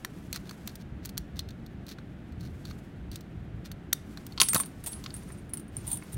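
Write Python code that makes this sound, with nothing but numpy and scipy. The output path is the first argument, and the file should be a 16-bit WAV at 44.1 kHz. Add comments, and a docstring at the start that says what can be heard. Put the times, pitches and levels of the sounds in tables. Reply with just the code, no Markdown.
"""A low room hum and rumble (shaped noise), with a faint grainy hiss that swells and sinks, lie under a
padlock being picked. The pick clicks brass pins (short noisy contacts that ring the plug) and scrapes them
(clumps of tiny grains). Then the shackle of the clear plastic padlock springs open, knocking its case and
jolting the hand (thuds). Keys on the shackle jingle (bright clashes and dying tones), slide and jostle,
muffled now more, now less, as the hand turns the lock. A small room adds a faint echo to lock and keys."""
import sys
import numpy as np
from scipy import signal
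from scipy.io import wavfile

SR = 44100
rng = np.random.default_rng(int(sys.argv[2]) if len(sys.argv) > 2 else 0)


def store_pcm(level_fs):
    """Save levels as 16-bit WAV."""
    pcm = np.round(np.clip(level_fs, -1, 1) * 32767).astype(np.int16)
    wavfile.write(sys.argv[1], SR, np.atleast_2d(pcm).T)


N = 272097  # length of the scene in samples
T = np.arange(SR // 2) / SR  # the half second of time that each short sound may fill


def gain_of(db):
    """Turns decibels into an amplitude factor."""
    return 10 ** (np.asarray(db) / 20)


def evened(x):
    """Scales a sound so that its average strength (rms) is 1."""
    return x / np.sqrt(np.mean(x ** 2) + 1e-20)


def unit(x):
    """Scales a sound so that its total energy is 1."""
    return x / np.linalg.norm(x)


def read(points, hz):
    """Reads a curve over frequency, spacing pitches evenly as the ear does."""
    f, value = np.transpose(points)
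    return np.interp(np.log(hz + 1), np.log(f + 1), value)


def follow(points, s):
    """Reads a curve over time at the times s."""
    return np.interp(s, *np.transpose(points))


def add(mix, s, sound):
    """Mixes a sound in, starting at time s."""
    part = mix[max(round(s * SR), 0):][:len(sound)]
    part += sound[:len(part)]


def colour(x, points, size=8192):
    """Filters a sound to the given (Hz, dB) shape, with no response ahead of the sound."""
    hz = abs(np.fft.fftfreq(size, 1 / SR))
    log_gain = np.log(gain_of(read(points, hz)))
    # the phase that goes with this shape when the energy comes as early as possible
    spectrum = np.exp(np.conj(signal.hilbert(log_gain)))
    taps = np.fft.ifft(spectrum).real[:size // 2]
    return signal.fftconvolve(x, taps)[:len(x)]


def flutter(n, per_s):
    """A random wobble of rms 1 that changes about per_s times a second."""
    steps = np.arange(n) * per_s / SR
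    return np.interp(steps, np.arange(n), rng.standard_normal(n)) * np.sqrt(3 / 2)


def ring(modes, vary_db, stretch=1, detune=0):
    """Adds up dying tones; each blow lands elsewhere and weights them anew."""
    out = np.zeros(len(T))
    for hz, db, t60 in modes:
        mode = np.cos(2 * np.pi * hz * (1 + detune * rng.standard_normal()) * T)
        mode *= gain_of(-60 * T / (t60 * stretch))
        out += gain_of(db + vary_db * rng.standard_normal()) * unit(mode)
    return out


def chatter(decay, snap):
    """One sharp contact within a dying spray of tiny ones."""
    fade = np.exp(-T / max(decay, 1e-4)) * np.minimum(T / 0.00036, 1)
    spray = unit(rng.standard_normal(len(T)) * fade)
    spray[round(.0002 * SR)] += snap
    return unit(spray)


def settling(at_0_db, db):
    """Chatter time of a contact: firmer ones settle sooner, halving with every 27 dB."""
    return at_0_db * 2 ** (-db / 27)


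def strike(modes, decay, snap, ring_db):
    """A contact heard directly and through the tones that it sets ringing."""
    contact = chatter(decay, snap)
    body = signal.fftconvolve(contact, unit(ring(modes, vary_db=0.5, detune=0.008)))[:len(T)]
    return unit(contact + gain_of(ring_db) * body)


def slips(length, per_s, clump_db):
    """Stick and slip: a swell of tiny grains that come in clumps."""
    n = int(length * SR)
    size = rng.standard_normal(n) * gain_of(clump_db * np.minimum(flutter(n, per_s=274.5), 2))
    grains = (rng.random(n) < per_s / SR) * size
    return evened(grains) * signal.windows.tukey(n, .6)


# Tone of the room hum. Each row: frequency in Hz, relative strength in dB.
HUM_COLOUR = [(20, -22.5), (48, -16.5), (110, -10), (160, -6.5), (205, -6), (245, -11.5), (290, -10.5),
              (500, -24), (740, -25.5), (1030, -34), (1550, -30.5), (3400, -41), (5200, -52.5),
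              (16000, -68)]


def hum():
    """Steady, broad low hum of the room, made of shaped noise."""
    return gain_of(-45.5) * evened(colour(rng.standard_normal(N), HUM_COLOUR))


# Slow rise and fall of the rumble. Each row: time in seconds, level in dB.
RUMBLE_LEVEL = [(0.0, -47.5), (0.27, -49), (0.31, -40), (0.43, -54), (1.17, -42.5), (2.22, -50.5),
                (2.37, -38), (2.8, -47.5), (3.13, -41), (3.2, -54), (3.38, -40.5), (4.19, -51.5),
                (4.45, -44), (4.48, -58.5), (4.55, -44), (4.66, -60), (4.83, -44.5), (5.65, -49),
                (5.84, -41.5), (6.12, -55), (6.17, -35)]
# Tone of the rumble. Each row: frequency in Hz, relative strength in dB.
RUMBLE_TONE = [(20, -30), (40, -7), (60, -1), (110, -4), (170, -9), (400, -40), (1000, -75)]


def rumble():
    """Unsteady low noise that swells and sinks beneath the hum."""
    swells = gain_of(1.84 * flutter(N, per_s=14))
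    noise = evened(colour(rng.standard_normal(N), RUMBLE_TONE) * swells)
    return noise * gain_of(follow(RUMBLE_LEVEL, np.arange(N) / SR))


# Swells of the hiss. Each row: start in seconds, length in seconds, level in dB before the fades.
HISS_SWELLS = [(-.1, 0.89, -63), (2.43, 0.47, -67), (4.024, 0.77, -62), (4.814, 0.6, -58.5),
               (5.78, 0.12, -53), (5.96, .3, -60)]
# Tone of the hiss. Each row: frequency in Hz, relative strength in dB.
HISS_COLOUR = [(300, -16), (1000, 8), (3500, 1), (6500, 0), (10000, -2), (16000, -7)]
SWELL_FADE_S, RESTING_DB = 0.19, -75.5  # how gently a swell starts and stops; the hiss between swells


def hiss():
    """Faint grainy hiss that swells and sinks: noise of uneven grain size."""
    t = np.arange(N) / SR
    level = gain_of(RESTING_DB) * np.ones(N)
    for s, length, db in HISS_SWELLS:
        inside = np.minimum(t - s, s + length - t)  # seconds to the nearer end of the swell
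        level = np.hypot(level, gain_of(db) * np.clip(.5 + inside / SWELL_FADE_S, 0, 1))
    grains = rng.standard_normal(N) * gain_of(2 * np.minimum(rng.exponential(1, N), 5))
    wobble = gain_of(1.84 * flutter(N, per_s=57))
    return evened(colour(grains * wobble, HISS_COLOUR)) * level


# Pins snapping under the pick. Each row: start in seconds, level in dB before colouring,
# body (lower tone) setting in dB, edge (treble) setting in dB, both relative to the level.
PIN_CLICKS = [(0.0477, -3.5, 4, -8.5), (0.3283, 0.5, -7.5, -10), (0.36, -3, -1.5, -12),
              (0.4934, -10.5, -5, -14.5), (0.51, -14.5, 8.5, -11), (0.675, -4.5, -5, -8.5),
              (0.755, -17, 1, -2.5), (1.0502, -12, -9, -11), (1.0564, -9, -9, -3.5),
              (1.092, -15.5, -5, -3.5), (1.1726, -13, -2, -14), (1.178, -2.5, -6.5, -2),
              (1.392, 2.5, -15.5, -17.5), (1.488, -16, -11, -17.5), (1.506, -17.5, -7, -18),
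              (1.663, -20, -19, -13), (1.8662, -19.5, -22, -10), (1.8892, -17.5, -18, -6),
              (1.985, -20, 6.5, -23), (2.322, -30, 2, -12), (2.4085, -22, -9, -8),
              (2.653, -13.5, -3.5, -15), (2.7098, -15, 2, -21), (3.1153, -15, -18, -9.5),
              (3.1576, -8, -21, -9.5), (3.2078, -21.5, -18, -9), (3.7155, -13.5, -6, -5.5),
              (3.9287, 8, -2.5, -14), (3.9307, 4, -10, 2), (4.1732, -11.5, 1, -18), (4.2656, -16, -9, -3),
              (4.322, -17.5, -15, -19)]
# What the pins and plug ring with.
# Each row: frequency in Hz, relative strength in dB, time in seconds to die by 60 dB.
PLUG_MODES = [(1600, -9, .008), (3700, -7, .012), (4100, -5, .025), (4400, -2, .025), (5800, -8, .01),
              (6350, -8, .01), (8600, -9, .006), (12350, -4, .008), (13600, -10, .006), (15500, -7, .005)]
PIN_CHATTER_S = 0.0023  # fading time of the chatter after a click of 0 dB


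def pins():
    """Small brass pins click into place, chattering briefly and ringing the plug."""
    out = np.zeros(N)
    for s, db, body_db, edge_db in PIN_CLICKS:
        shape = [(300, -28.5), (750, body_db - 11.0), (1200, body_db), (1900, body_db - 1),
                 (2900, -6.5), (4200, -1), (6200, edge_db / 2 - .5), (7600, edge_db / 2 - 2),
                 (10300, edge_db + 0.5), (12300, edge_db + 1.5), (16000, edge_db + 0.5)]
        # dull, heavy contacts ring the plug; bright snaps stay dry
        ring_db = -12 - .5 * edge_db
        click = strike(PLUG_MODES, settling(PIN_CHATTER_S, db), snap=0.26, ring_db=ring_db)
        add(out, s, gain_of(db) * colour(click, shape))
    return out


# How long the room's echo lasts. Each row: frequency in Hz, time in seconds to die by 60 dB.
ECHO_T60 = [(200, 0.24), (1500, 0.36), (5000, 0.32), (16000, 0.12)]


def room(x):
    """A small room's faint tail: noise whose highest treble dies first."""
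    hz, t, z = signal.stft(rng.standard_normal(len(T)), SR, nperseg=256)
    fading = z * gain_of(-60 * t / read(ECHO_T60, hz)[:, None])
    tail = signal.istft(fading, SR, nperseg=256)[1][:len(T)]
    return signal.fftconvolve(x, unit(tail * np.minimum(T / 0.0086, 1)))[:N]


# The pick dragged along the pins.
# Each row: start in seconds, length in seconds, level in dB before ringing and colouring.
PICK_SCRAPES = [(0.332, 0.05, -44.5), (0.446, 0.046, -61.5), (0.682, 0.027, -53), (0.79, 0.043, -61),
                (1.022, 0.072, -58.5), (1.349, 0.073, -56), (1.866, 0.082, -52), (2.386, 0.11, -59.5),
                (2.636, 0.094, -57), (3.108, 0.093, -57.5), (3.642, 0.039, -51)]


def scrapes():
    """The pick sticks and slips along the pins and rings the plug."""
    out = np.zeros(N)
    for s, length, db in PICK_SCRAPES:
        add(out, s, gain_of(db) * slips(length, per_s=1900, clump_db=3.0))
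    out += gain_of(-10) * signal.fftconvolve(out, unit(ring(PLUG_MODES, vary_db=1.5)))[:N]
    return colour(out, [(400, -23), (1400, 4), (2800, 2.5), (4200, 7.0), (6300, 1.5),
                        (7500, -3.5), (16000, -6.5)])


# Bolt and shackle knocking in the case. Each row: start in seconds, level in dB before colouring,
# body (lower tone) setting in dB, edge (treble) setting in dB, both relative to the level.
CASE_KNOCKS = [(4.377, 0, -6, -34), (4.382, -6, -5, -33.5), (4.401, 14, -9, -14.5), (4.4045, 15, -17, -19),
               (4.4154, 22.5, -8.5, -21), (4.4184, 3, 7, -2.5), (4.4325, 1.5, -3, -4.5),
               (4.4862, -0.5, -10, -1.5), (4.533, -2, 4, 5), (4.546, 4, -12, 4), (4.5514, -1, 2, -2),
               (4.562, 3.5, 4, -10), (4.5999, -9, 8.5, 6), (4.6342, -10.5, 0, -22.5),
               (4.9317, -11, -13, -21), (5.0397, -10.5, -8, -11.5), (5.0614, -2.5, -4.5, -32.5),
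               (5.1045, -12, -8, -36), (5.3028, -38, 23.5, -5.5), (5.5364, -26.5, 9, -1),
               (6.024, -25, 13, -13)]
# What the case and shackle ring with.
# Each row: frequency in Hz, relative strength in dB, time in seconds to die by 60 dB.
CASE_TONES = [(1080, -4, .035), (1295, -7, .035), (2200, -12, .025), (3750, -9, .012), (4420, 2, .009),
              (4610, -4, .012), (5050, -3, .012), (5870, -7, .012), (7050, -5, .018)]
KNOCK_CHATTER_S = 0.0032  # fading time of the chatter after a knock of 0 dB


def knocks():
    """The bolt lets go, the shackle springs out and rattles against its stop."""
    out = np.zeros(N)
    for s, db, body_db, edge_db in CASE_KNOCKS:
        shape = [(100, body_db - 16), (780, body_db - 8.5), (1050, body_db - 0.5),
                 (2400, body_db - 2.5), (3300, -3), (4600, -6.5), (6800, edge_db / 2),
                 (8000, edge_db / 2 - 3.5), (12000, edge_db + 1.0), (16000, edge_db)]
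        knock = strike(CASE_TONES, settling(KNOCK_CHATTER_S, db), snap=.5, ring_db=-4)
        add(out, s, gain_of(db) * colour(knock, shape))
    return out


# Keys striking each other. Each row: start in seconds, clash level in dB before colouring,
# ring level in dB, and which key is hit hardest.
KEY_TOUCHES = [(4.407, 2, -23.5, "high"), (4.4189, 5, -28, "high"), (4.4864, -1, -23.5, "middle"),
               (4.5457, 3, -35, "low"), (4.5534, -3, -28, "high"), (4.6006, -11, -23, "middle"),
               (4.6584, -15, -51, "middle"), (4.839, -13, -59, "middle"), (4.8614, -6, -38, "middle"),
               (4.8737, -11, -37.5, "low"), (4.92, -24.5, -37.5, "high"), (5.1398, -18, -35.5, "middle"),
               (5.165, -18.5, -48, "high"), (5.3205, -27.5, -44.5, "middle"), (5.384, -36, -49, "middle"),
               (5.494, -30.5, -44, "middle"), (5.5352, -11, -30, "high"), (5.5716, -16, -32.5, "middle"),
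               (5.5957, -21, -43, "middle"), (5.68, -34, -53.5, "middle"), (5.767, -20.5, -29, "middle"),
               (5.877, -15, -26.5, "middle"), (5.915, -13, -24, "middle"), (5.9301, -18, -22.5, "middle"),
               (5.9707, -18.5, -32, "middle"), (6.0348, -27.5, -56, "high"), (6.13, -24, -43, "middle")]
# How strongly the keys are muffled, tightening and loosening.
# Each row: time in seconds, grip from 0 (free) to 1 (held).
KEY_GRIP = [(4.56, 0), (4.64, 1), (4.84, 0.18), (5.16, 0.32), (5.53, 0.92), (6.17, 0.56)]
FREE_T60_S, HELD_T60_S = 0.26, 0.034  # basic ring time of keys that hang free, and of keys in the hand
BOUNCE_GAP_S, BOUNCE_DB, BOUNCE_LOSS_DB = 0.013, -15, -7.5  # mean gap, first bounce, change per bounce
BOUNCE_T60_S, BOUNCE_CLASH_DB = 0.023, -7  # a bounce rings briefly and clashes less


def keys():
    """Each touch stops the old ring, starts a new one and rebounds; the grip shortens the ring."""
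    out = np.zeros(N)
    next_touch = [row[0] for row in KEY_TOUCHES[1:]] + [N / SR]
    for (s, clash_db, ring_db, struck), stop in zip(KEY_TOUCHES, next_touch):
        grip = np.clip(follow(KEY_GRIP, s), 0, 1)
        t60 = FREE_T60_S * (HELD_T60_S / FREE_T60_S) ** grip
        clash, rings = touch(clash_db, ring_db, struck, grip, t60)
        still_free = np.clip((stop - s - T) / .003 + 1, 0, 1)  # fades once the next touch comes
        add(out, s, clash + rings * still_free)
        clash, rings = touch(clash_db, ring_db, struck, grip, BOUNCE_T60_S)
        rebound = gain_of(BOUNCE_CLASH_DB) * clash + rings
        add(out, s, signal.fftconvolve(rebound, bounces()))
    return out


# The three keys, one table each. Each row: frequency in Hz, relative strength in dB,
# ring time as a factor on that of the touch.
LOW_TONES = [(8400, 0, 1.6), (8502, -9, 1.3)]
MIDDLE_TONES = [(8810, -19, .7), (8984, 0, 1), (9063, -11, .6), (9092, -13, .6), (9540, -11, .5),
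                (9653, -13, .5)]
HIGH_TONES = [(10275, 0, 1.1), (10480, -15, .5), (13963, -23, .8)]
SHARE_DB, HIGH_SHARE_DB = -7, -9.5  # ring of keys not hit; the high key then takes up this much less
HELD_LOW_DB = -15.5  # what a full grip takes from the ring of the low key


def touch(clash_db, ring_db, struck, grip, t60):
    """One key hits its neighbours: a bright clash, and all three ring."""
    # the many faint upper tones leave a short shimmer
    clash = chatter(0.0064, snap=0.19) + gain_of(-6.5) * chatter(0.023, snap=0)
    shape = [(300, -18.5), (1000, -7.0), (3600, -6.5), (7700, -9), (9000, 7.5), (11200, -5), (16000, -4)]
    clash = gain_of(clash_db) * colour(clash, shape, size=512)
    rings = np.zeros(len(T))
    for key, modes in (("low", LOW_TONES), ("middle", MIDDLE_TONES), ("high", HIGH_TONES)):
        db = ring_db
        if key != struck:
            db += SHARE_DB + (key == "high") * HIGH_SHARE_DB
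        if key == "low":
            db += grip * HELD_LOW_DB
        # the shorter the ring, the further it is pulled off pitch, as by fingers that damp a key
        off_pitch = 0.012 * np.exp(-t60 / 0.045)
        tone = ring(modes, vary_db=4.5, stretch=max(t60, .02), detune=off_pitch)
        # a key buzzes against its neighbours until it swings clear
        buzz = .45 * np.exp(-T / .018) * flutter(len(T), per_s=600)
        start_strength = np.std(tone[:SR // 500])
        rings += gain_of(db) * (1 + buzz) * tone / start_strength
    return clash, rings * np.minimum(T / 0.0015, 1)


def bounces(count=3):
    """A few ever weaker rebounds at uneven gaps."""
    out = np.zeros(len(T))
    gaps = BOUNCE_GAP_S * (.5 + rng.random(count))
    for k, s in enumerate(np.cumsum(gaps)):
        add(out, s, gain_of([BOUNCE_DB + k * BOUNCE_LOSS_DB]))
    return out


# The opened shackle jolting the hand.
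# Each row: start in seconds, level in dB, fading time of the chatter in seconds before colouring.
HAND_JOLTS = [(4.417, -11, 0.0083), (4.545, -2, 0.0053), (4.557, -0.5, 0.0037), (4.602, -18, 0.0071)]


def jolts():
    """Dull thuds as the opened shackle jolts the hand: short chatter with little treble."""
    out = np.zeros(N)
    for s, db, decay in HAND_JOLTS:
        thud = colour(chatter(decay, snap=0.25), [(40, -24), (130, 9.0), (370, -8), (520, -0.5),
                                                  (800, -13.5), (2000, -14.5), (8000, -39.0)])
        add(out, s, gain_of(db) * unit(thud))
    return out


# The key ring sliding on the shackle.
# Each row: start in seconds, length in seconds, level in dB before colouring.
RING_SLIDES = [(4.529, 0.11, -43.5), (4.856, 0.044, -47), (4.907, 0.029, -53.5), (5.857, 0.088, -49),
               (5.9, 0.065, -47), (5.953, 0.033, -54.5), (6.115, 0.042, -56)]


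def slides():
    """The key ring grates over the steel of the shackle in many tiny slips."""
    out = np.zeros(N)
    for s, length, db in RING_SLIDES:
        add(out, s, gain_of(db) * slips(length, per_s=5000, clump_db=3.5))
    return colour(out, [(300, -9.5), (950, 13.0), (1500, -23.5), (3500, 7.5), (5000, -3.5),
                        (7700, 6.0), (9000, 19), (11000, 11), (16000, 6)])


# Keys nudging each other as the lock turns.
# Each row: start in seconds, length in seconds, level in dB before the nudges set the keys ringing.
KEY_JOSTLES = [(4.61, 0.065, -58), (5.102, 0.39, -65.5), (5.773, 0.27, -54)]
JOSTLES_PER_S, JOSTLE_T60_S = 70, 0.041  # average nudges a second, and the basic ring time of each


def jostles():
    """Many faint, quickly damped touches while the keys shift in the hand."""
    out = np.zeros(N)
    for s, length, db in KEY_JOSTLES:
        nudges = slips(length, per_s=JOSTLES_PER_S, clump_db=4.5)
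        middle = ring(MIDDLE_TONES, 3, JOSTLE_T60_S)
        high = ring(HIGH_TONES, 2, JOSTLE_T60_S)
        tone = unit(middle + gain_of(-12) * high)
        add(out, s, gain_of(db) * signal.fftconvolve(nudges, tone))
    return out


def scene():
    """Hum, rumble and hiss, with the lock and keys and their echo."""
    picking = pins() + scrapes()
    opening = knocks() + keys() + jolts() + slides() + jostles()
    echo = room(gain_of(-25.5) * picking + gain_of(-23.0) * opening)
    return (hum() + rumble() + hiss() + picking + opening + echo)[None]


def record(dry):
    """Rounds off the loud peaks, then removes what lies above about 16 kHz."""
    low_pass = signal.firwin(255, 16000, window=("kaiser", 8), fs=SR)
    return signal.oaconvolve(np.tanh(dry), low_pass[None], "same")


dry = scene()
out = record(dry)
store_pcm(out)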